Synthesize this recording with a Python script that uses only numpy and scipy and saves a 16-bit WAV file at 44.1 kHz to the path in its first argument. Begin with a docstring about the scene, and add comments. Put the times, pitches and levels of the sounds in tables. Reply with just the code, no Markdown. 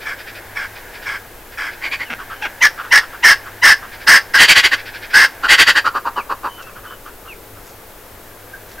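"""An animal gives harsh squeals, breathy pants and falling runs of chatter over a low outdoor rumble.
It pants and squeals softly at first, turbulent breath ringing the resonances of the throat; a bird whistles.
Falling chatter, two creaking squeaks and whimpers lead to loud rasping squeals from 2.6 s, two or three
a second, which break into two more runs of chatter; the loudest calls overload the input.
After 6.5 s whimpers, birds and rustling dry grass remain, and two thin squeals sound far away."""
import sys
import numpy as np
from scipy import signal
from scipy.fft import rfft, irfft, next_fast_len
from scipy.io import wavfile

SR = 44100
rng = np.random.default_rng(int(sys.argv[2]) if len(sys.argv) > 2 else 0)


def inscribe(sig):
    """Save sig as 16-bit PCM at rate SR to the path in sys.argv[1].

    A 1-D sig is mono; a 2-D sig holds one channel per row.
    Samples are clipped to [-1, 1] before scaling.
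    """
    pcm = np.round(np.clip(np.atleast_2d(sig).T, -1, 1) * 32767)
    wavfile.write(sys.argv[1], SR, pcm.astype(np.int16))


N = 388080
TIME, BINS = np.arange(N) / SR, np.fft.rfftfreq(N, 1 / SR)


def amp(db):
    """Amplitude ratio of a level in decibels."""
    return 10 ** (np.asarray(db) / 20)


def unit_rms(x):
    """Normalisation to unit mean power."""
    return x / np.sqrt(np.mean(x ** 2) + 1e-20)


def curve_at(points, hz):
    """Interpolation of (frequency, value) points on a logarithmic frequency axis."""
    f, value = np.transpose(points)
    return np.interp(np.log(hz + 1), np.log(f + 1), value)


def add(mix, start, sound):
    """Superposition: a sound joins the mix at a start time in seconds."""
    part = mix[max(0, round(start * SR)):][:len(sound)]
    part += sound[:len(part)]


def coloured(x, spectrum):
    """Spectral shaping by (frequency, level) points, at unit rms."""
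    return unit_rms(irfft(rfft(x) * amp(curve_at(spectrum, np.fft.rfftfreq(len(x), 1 / SR))), len(x)))


def wander(size, hz):
    """Random modulation: complex noise low-passed near hz, at unit rms."""
    f = np.fft.fftfreq(next_fast_len(size), 1 / SR)
    noise = rng.standard_normal((len(f), 2)) @ [1, 1j]
    return unit_rms(np.fft.ifft(noise / (1 + abs(f / hz) ** 3))[:size])


def resonance(hz, width_hz):
    """A resonance driven by turbulence gives a band of noise, here centred on the curve hz."""
    carrier = np.exp(2j * np.pi * np.cumsum(hz) / SR)
    return unit_rms((wander(len(hz), width_hz * 0.74) * carrier).real)


def formants(modes, bend):
    """Parallel resonances, all shifted by the frequency ratio bend, at unit rms."""
    return unit_rms(sum(amp(db) * resonance(hz * bend, width) for hz, width, db in modes))


def swell(t, rise, fall):
    """Raised-cosine envelope, with rise and fall in seconds."""
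    return np.sin(np.pi / 2 * np.clip(np.minimum(t / rise, (t[-1] - t) / fall), 0, 1)) ** 2


def puff(modes, length, db):
    """Noise excitation: a soft push of air through steady resonances."""
    t = np.arange(0, length, 1 / SR)
    return amp(db) * formants(modes, np.ones(len(t))) * swell(t, 0.3 * length, 0.57 * length)


# open-air spectrum: (frequency [Hz], relative level [dB])
AIR_SPECTRUM = [(20, 1), (35, -0.5), (70, -6.5), (130, -12.5), (200, -13), (320, -9), (480, -7), (800, -12),
                (1400, -14.5), (2500, -21), (4500, -25.5), (9000, -25.5), (13300, -19.5), (15800, -23)]
# likeness of the two channels: (frequency [Hz], correlation [0-1])
AIR_CORRELATION = [(60, 1), (180, 0.99), (450, 0.92), (1650, 0.79), (5000, 0.57), (10000, 1), (15000, 0.99)]
# level difference between the channels: (frequency [Hz], left minus right [dB])
AIR_BALANCE = [(60, 0.5), (130, -1.5), (300, 4), (1000, 4.5), (5000, 0.5), (10000, -0.5)]
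# soft hiss around the calls: (frequency [Hz], relative level [dB])
HISS_SPECTRUM = [(200, -43), (520, -7.5), (900, -1.5), (1200, -16), (1500, -1), (1640, 4.5), (1900, -2.5),
                 (2250, -5.5), (2700, -12.5), (5200, -19.5), (7000, -23), (15000, -35)]
# envelope of that hiss: (time [s], level [dB])
HISS_ENVELOPE = [(0, -41), (1.1, -39), (1.4, -47.5), (1.8, -39.5), (5.4, -39.5), (7.2, -59), (8.8, -48)]


def open_air(air_db=-38.5, hum_hz=102, hum_db=-52.5):
    """Partly correlated noise makes a wide rumble; a wavering hum and a soft hiss lie in the centre."""
    mid, side, hiss = rng.standard_normal((3, N))
    correlation = np.clip(curve_at(AIR_CORRELATION, BINS), 0, 1)
    side = irfft(rfft(side) * np.sqrt((1 - correlation) / (1 + correlation)), N)
    wash = amp(air_db) * np.array([coloured(x, AIR_SPECTRUM) for x in (mid + side, mid - side)])
    balance = amp(np.outer([.5, -.5], curve_at(AIR_BALANCE, BINS)))
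    wash = irfft(rfft(wash) * balance, N)
    hum = amp(hum_db) * resonance(np.full(N, hum_hz), width_hz=6.1)
    hiss = coloured(hiss, HISS_SPECTRUM) * amp(np.interp(TIME, *np.transpose(HISS_ENVELOPE)))
    return wash + hum + hiss


# bouts of panting: (time [s], breaths [count], level [dB])
PANTS = [(0, 1, -34), (0.174, 3, -33.5), (.742, 1, -35.5), (0.926, 2, -34.5), (1.505, 1, -40),
         (1.7, 1, -36), (3.911, 2, -35.5), (4.764, 5, -30.5)]
# throat resonances: (frequency [Hz], bandwidth [Hz], relative level [dB])
PANT_FORMANTS = [(1643, 330, 4), (2280, 450, 1.5), (3170, 1060, -2.5), (4760, 1100, -4.5)]


def pants(length=.074, period=.082):
    """Turbulent flow: quick, even breaths excite the broad resonances of the throat."""
    out = np.zeros(N)
    for start, count, db in PANTS:
        for k in range(round(count)):
            add(out, start + k * period, puff(PANT_FORMANTS, length, db))
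    return out


def cry(length, db, *, main_hz, main_width_hz, second_hz, second_width_hz, second_db,
        chest, chest_db, rasp, rasp_db, rasp_follow, arch, sharp, whistle,
        flutter, flutter_hz, rise, fall, fade_db, settle_s=0.02573):
    """Source and filter: fluttering air rings the throat, whose resonances glide as the mouth moves."""
    t = np.arange(0, length, 1 / SR)
    position = 2 * t / length - 1
    bend = 1 + arch * (1 / 3 - position ** 2) + sharp * np.exp(-t / settle_s)
    # the main resonance partly locks into an unsteady whistle
    tone_hz = main_hz * bend * (1 + 0.03185 * wander(len(t), 150.4).real)
    tone = np.sqrt(2) * np.sin(2 * np.pi * np.cumsum(tone_hz) / SR)
    voice = np.sqrt(whistle) * tone + np.sqrt(1 - whistle) * resonance(main_hz * bend, main_width_hz)
    # the rest of the throat sounds in uneven spurts, and the whistle breaks through between them
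    harsh = amp(second_db) * resonance(second_hz * bend, second_width_hz)
    harsh += amp(chest_db) * formants(chest, np.sqrt(bend))
    harsh += amp(rasp_db) * formants(rasp, bend ** rasp_follow)
    voice += harsh * unit_rms(np.exp(.25 * whistle * wander(len(t), 130).real))
    # slack folds chop the air at an uneven rate
    cycles = np.cumsum(flutter_hz * (1 + 0.426 * wander(len(t), 89.0).real)) / SR
    voice *= np.exp(flutter * np.cos(2 * np.pi * cycles))
    return amp(db + fade_db * position / 2) * unit_rms(voice) * swell(t, rise, fall)


# long calls: (time [s], duration [s], level [dB], main resonance [Hz], sharp start [fraction],
# whistle share [0-1])
SQUEALS = [(0.042, 0.12, -24.5, 1620, 0.16, 0.3), (0.545, 0.14, -24, 1623, 0.14, 0.13),
           (1.046, 0.15, -23.5, 1613, 0.12, 0.05), (1.563, 0.16, -23.5, 1646, .12, 0.26),
           (2.612, 0.076, -3, 1636, 0.33, 1), (2.912, 0.099, -2.5, 1697, .12, 0.8),
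           (3.231, 0.12, -1.5, 1688, 0.19, 0.22), (3.623, 0.127, -1, 1683, .1, 0.47),
           (4.063, 0.136, 0, 1697, -0.0063, 0.31), (4.331, 0.067, -4, 1590, 0.0041, 0.7),
           (5.128, 0.15, -4, 1646, -.06, 0.22)]
# resonances below and above the main pair: (frequency [Hz], bandwidth [Hz], relative level [dB])
SQUEAL_CHEST = [(560.5, 220, -13.5), (866, 140, -7), (1100, 106, -2), (1387, 175, 1.5)]
SQUEAL_RASP = [(2764, 360, -0.5), (3880, 710, -3.5), (4680, 370, -0.5), (5194, 250, 2), (5610, 1160, -3),
               (8330, 940, -12), (11100, 5800, -8)]
# the throat tightens with effort: (level [dB], second resonance over main [ratio],
# second resonance [dB], chest [dB], rasp [dB], fade over the call [dB])
SQUEAL_EFFORT = [(-24, 1.32, -3.5, -6.5, -11.5, -6), (-2, 1.16, -5, -10.5, -7.5, -4.5)]


def squeals():
    """A narrow resonance makes the call piercing; vocal effort shifts energy from chest to rasp."""
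    out = np.zeros(N)
    levels, *throat = np.transpose(SQUEAL_EFFORT)
    for start, length, db, hz, sharp, whistle in SQUEALS:
        ratio, second_db, chest_db, rasp_db, fade_db = (np.interp(db, levels, c) for c in throat)
        # softer calls show more of their thin upper edge and their breath
        edge, breath = (3180, 270, -6 - 0.45 * db), (7600, 1800, -19 - 0.57 * db)
        add(out, start, cry(
            length, db, main_hz=hz, main_width_hz=148,
            second_hz=hz * ratio, second_width_hz=300, second_db=second_db,
            chest=SQUEAL_CHEST, chest_db=chest_db,
            rasp=[edge, breath, *SQUEAL_RASP], rasp_db=rasp_db, rasp_follow=.9,
            arch=0.024, sharp=sharp, whistle=whistle, flutter=.12, flutter_hz=190,
            rise=0.033, fall=0.039, fade_db=fade_db))
    return out


# bird notes: (time [s], duration [s], level [dB], start pitch [Hz], end pitch [Hz])
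BIRD_NOTES = [(1.367, .07, -55, 2700, 2340), (2.046, 0.05, -42, 3000, 2480), (2.282, 0.19, -51, 2990, 3000),
              (6.153, 0.071, -33.5, 3000, 2130), (6.454, 0.17, -45, 2960, 3000),
              (6.584, 0.077, -46, 2790, 2520), (6.652, 0.051, -45, 2680, 2480),
              (6.848, 0.12, -45, 2990, 2950), (7.273, 0.068, -36.5, 2840, 2110)]


def birds(arch_hz=78):
    """Frequency modulation: each whistle is a pure tone that glides, bowing upward in its middle."""
    out = np.zeros(N)
    for start, length, db, start_hz, end_hz in BIRD_NOTES:
        t = np.arange(0, length, 1 / SR)
        progress = t / length
        hz = start_hz + (end_hz - start_hz) * progress ** 1.5 + arch_hz * np.sin(np.pi * progress)
        hz *= 1 + .008 * wander(len(t), 200).real
        tone = np.sqrt(2) * np.sin(2 * np.pi * np.cumsum(hz) / SR)
        add(out, start, amp(db) * tone * swell(t, 0.31 * length, 0.14 * length))
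    return out


# short notes in three falling runs: (time [s], duration [s], level [dB], main resonance [Hz])
CHATTER = [(1.806, 0.1, -19, 2150), (1.901, 0.073, -18, 2350), (1.98, 0.08, -21.5, 2086),
           (4.368, 0.108, 0.5, 1940), (4.47, 0.078, 0, 2176), (4.541, 0.082, -2.5, 2060),
           (4.623, 0.065, -5, 2120), (4.705, 0.06, -9.5, 1890), (5.421, 0.064, -12, 1410),
           (5.474, 0.1, -1.5, 1959), (5.57, 0.078, -1.1, 2035), (5.656, 0.073, -3.5, 1900),
           (5.742, 0.07, -7, 1753), (5.838, 0.064, -10.5, 1303), (5.933, 0.068, -15.5, 1174),
           (6.041, 0.065, -16.5, 1077), (6.151, 0.068, -16.5, 1081), (6.284, 0.065, -16.5, 1074),
           (6.423, 0.076, -18, 1080)]
# resonances below and above the main pair: (frequency [Hz], bandwidth [Hz], relative level [dB])
CHATTER_CHEST = [(332, 88, -9.5), (540.5, 280, -5), (886, 133, -1), (1109, 92, 3.5)]
CHATTER_RASP = [(2736, 580, 2.5), (3904, 430, -4), (4563, 280, -1), (4920, 430, -6.5), (5580, 280, -14.5),
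                (6540, 1950, -10), (9640, 5900, -12)]


def chatter(shut_mouth_hz=1101):
    """Formant shift: a wider mouth lifts the resonances of each note and trades chest for rasp."""
    out = np.zeros(N)
    for start, length, db, hz in CHATTER:
        opening = np.log2(hz / shut_mouth_hz)  # octaves
        third = (2760 * 2 ** (0.24 * opening), 350, 0)
        add(out, start, cry(
            length, db, main_hz=hz, main_width_hz=260,
            second_hz=1451 * 2 ** (.25 * opening), second_width_hz=380, second_db=-1.5 + 0.29 * db,
            chest=CHATTER_CHEST, chest_db=-5 - 8 * opening,
            rasp=[third, *CHATTER_RASP], rasp_db=-8 + 10 * opening + 0.59 * db, rasp_follow=0.195,
            arch=0.069, sharp=-0.0599, whistle=0.049, flutter=.15, flutter_hz=260,
            rise=0.49 * length, fall=.5 * length, fade_db=-1.0))
    return out


# two squeaks that break into a creak, a list each: (time [s], pitch [Hz], level [dB], roughness [0-1])
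SQUEAKS = [
    [(2.093, 297, -59, 0.23), (2.103, 253.7, -23, 0.11), (2.12, 169.5, -26.5, 0.4),
     (2.139, 153, -22.5, 0.2), (2.147, 140, -51, .4)],
    [(2.412, 824, -42, 0.11), (2.425, 898, -21, 0.12), (2.45, 782, -22, 0.17), (2.456, 326, -17, 0.23),
     (2.473, 278, -23.5, 0.37)],
]
# rising tone that leads into each loud squeal with a sharp start:
# (time from squeal onset [s], pitch [Hz], level relative to squeal [dB], roughness [0-1])
LEAD_IN = [(-.008, 883, -35, 0.13), (.005, 1000, -11.5, 0.08), (.015, 1065, -10, .15),
           (.023, 1050, -20, 0.5)]
# throat resonances: (frequency [Hz], bandwidth [Hz], relative level [dB])
SQUEAK_FORMANTS = [(243, 41, 1), (523, 72, -12), (910, 230, -3), (1580, 195, 5.5), (2140, 530, 3),
                   (2575, 300, -4), (3057, 200, -10), (5400, 510, -17)]


def squeaks():
    """Voicing: the folds pulse cleanly, then roughen; each pulse excites the throat's damped modes."""
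    out, age = np.zeros(N), np.arange(1024) / SR
    throat = sum(amp(db) * width ** 2 * age * np.exp(-1.5 * np.pi * width * age)
                 * np.cos(2 * np.pi * hz * age) for hz, width, db in SQUEAK_FORMANTS)
    lead_ins = [np.add(LEAD_IN, (start, 0, db, 0)) for start, _, db, _, sharp, _ in SQUEALS
                if db > -10 and sharp > .05]
    for contour in SQUEAKS + lead_ins:
        times, *columns = np.transpose(contour)
        t = np.arange(times[0], times[-1], 1 / SR)
        hz, db, rough = (np.interp(t, times, c) for c in columns)
        cycles = np.cumsum(hz * (1 + 0.205 * rough * wander(len(t), 300).real)) / SR
        folds = sum(np.cos(2 * np.pi * k * cycles) * (k * hz < SR / 4) for k in range(1, 50))
        breath = np.exp(-(cycles % 1)) * rng.standard_normal(len(t))
        source = (1 - rough) * unit_rms(folds * np.sqrt(hz)) + rough * unit_rms(breath)
        voice = np.convolve(source, throat)[:len(t)]
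        add(out, times[0], amp(db) * unit_rms(voice) * swell(t - t[0], .003, 0.0026))
    return out


# soft cries between and after the calls: (time [s], level [dB])
WHIMPERS = [(2.179, -30), (2.29, -29), (2.77, -25), (2.825, -31), (3.002, -28.5), (3.112, -32),
            (3.443, -32.5), (3.814, -33), (6.572, -35), (6.655, -38.5), (6.745, -37), (6.83, -34.5),
            (6.889, -35), (7.046, -35), (7.241, -39.5), (7.55, -44.5)]
# their upper resonances: (frequency [Hz], bandwidth [Hz], relative level [dB])
WHIMPER_FORMANTS = [(2900, 900, -14.5), (4780, 1000, -24)]


def whimpers(width_hz=430, hz_per_db=7):
    """Breath excites a broad main resonance, which lies lower in the softer whimpers."""
    out = np.zeros(N)
    for start, db in WHIMPERS:
        hz = 1383 + hz_per_db * (db + 30)
        add(out, start, puff([(hz, width_hz, 0), *WHIMPER_FORMANTS], length=.072, db=db))
    return out


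# dry grass and twigs: (time [s], duration [s], level [dB], centre frequency [Hz])
RUSTLES = [(6.618, .022, -41, 5500), (7.6, .18, -49.5, 5500), (8.66, .13, -48.5, 4000)]


def grass():
    """Random amplitude modulation of broadband noise gives the rustle of dry stalks."""
    out = np.zeros(N)
    for start, length, db, hz in RUSTLES:
        t = np.arange(0, length, 1 / SR)
        stalks = resonance(np.full(len(t), hz), width_hz=4500) * np.exp(.3 * wander(len(t), 250).real)
        add(out, start, amp(db) * unit_rms(stalks) * swell(t, .35 * length, .6 * length))
    return out


# thin calls far away: (time [s], level [dB])
FAR_SQUEALS = [(8.524, -33), (8.775, -28.5)]


def far_squeals(hz=1592, width_hz=68):
    """Narrowband noise from a single resonance is heard as a thin pitch."""
    out = np.zeros(N)
    for start, db in FAR_SQUEALS:
        add(out, start, puff([(hz, width_hz, 0)], length=.058, db=db))
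    return out


# decay of sound in the bush: (frequency [Hz], reverberation time [s])
BUSH_T60 = [(200, 0.24), (1000, 0.4), (1700, 0.18), (3000, 0.18), (6000, 0.29), (14000, 0.035)]
# reflections from the ground and nearby trunks: (delay [s], gain [ratio])
REFLECTIONS = [(.0061, 0.048), (0.0111, -0.16), (0.0178, .1)]


def bush_reverb(x, near_db=-14, near_t60=0.15, far_db=-23):
    """Reflection and scattering: quick returns from ground and trunks, then a faint tail from the bush."""
    hz, t, spectrum = signal.stft(rng.standard_normal(SR), SR, nperseg=256)
    decay = amp(-60 * t / curve_at(BUSH_T60, hz)[:, None])
    far = signal.istft(spectrum * decay, SR, nperseg=256)[1][:SR]
    t = np.arange(SR) / SR
    near = rng.standard_normal(SR) * amp(-60 * t / near_t60) * (t > .004)
    response = amp(near_db) * near / np.linalg.norm(near) + amp(far_db) * far / np.linalg.norm(far)
    for delay, gain in REFLECTIONS:
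        add(response, delay, [gain])
    return signal.fftconvolve(x, response)[:N]


def scene():
    """Superposition: direct sound and its reverberation sit in the centre, over the open air."""
    direct = pants() + squeals() + birds() + chatter() + squeaks() + whimpers() + grass() + far_squeals()
    return direct + bush_reverb(direct) + open_air()


def record(dry, ceiling=.77, cutoff_hz=15900):
    """Saturation: the input overloads with a rounded knee, and a low-pass filter limits the band."""
    clipped = dry / (1 + (dry / ceiling) ** 6) ** (1 / 6)
    lowpass = signal.firwin(511, cutoff_hz, window=("kaiser", 9), fs=SR)
    return signal.oaconvolve(clipped, lowpass[None], "same")


dry = scene()
out = record(dry)
inscribe(out)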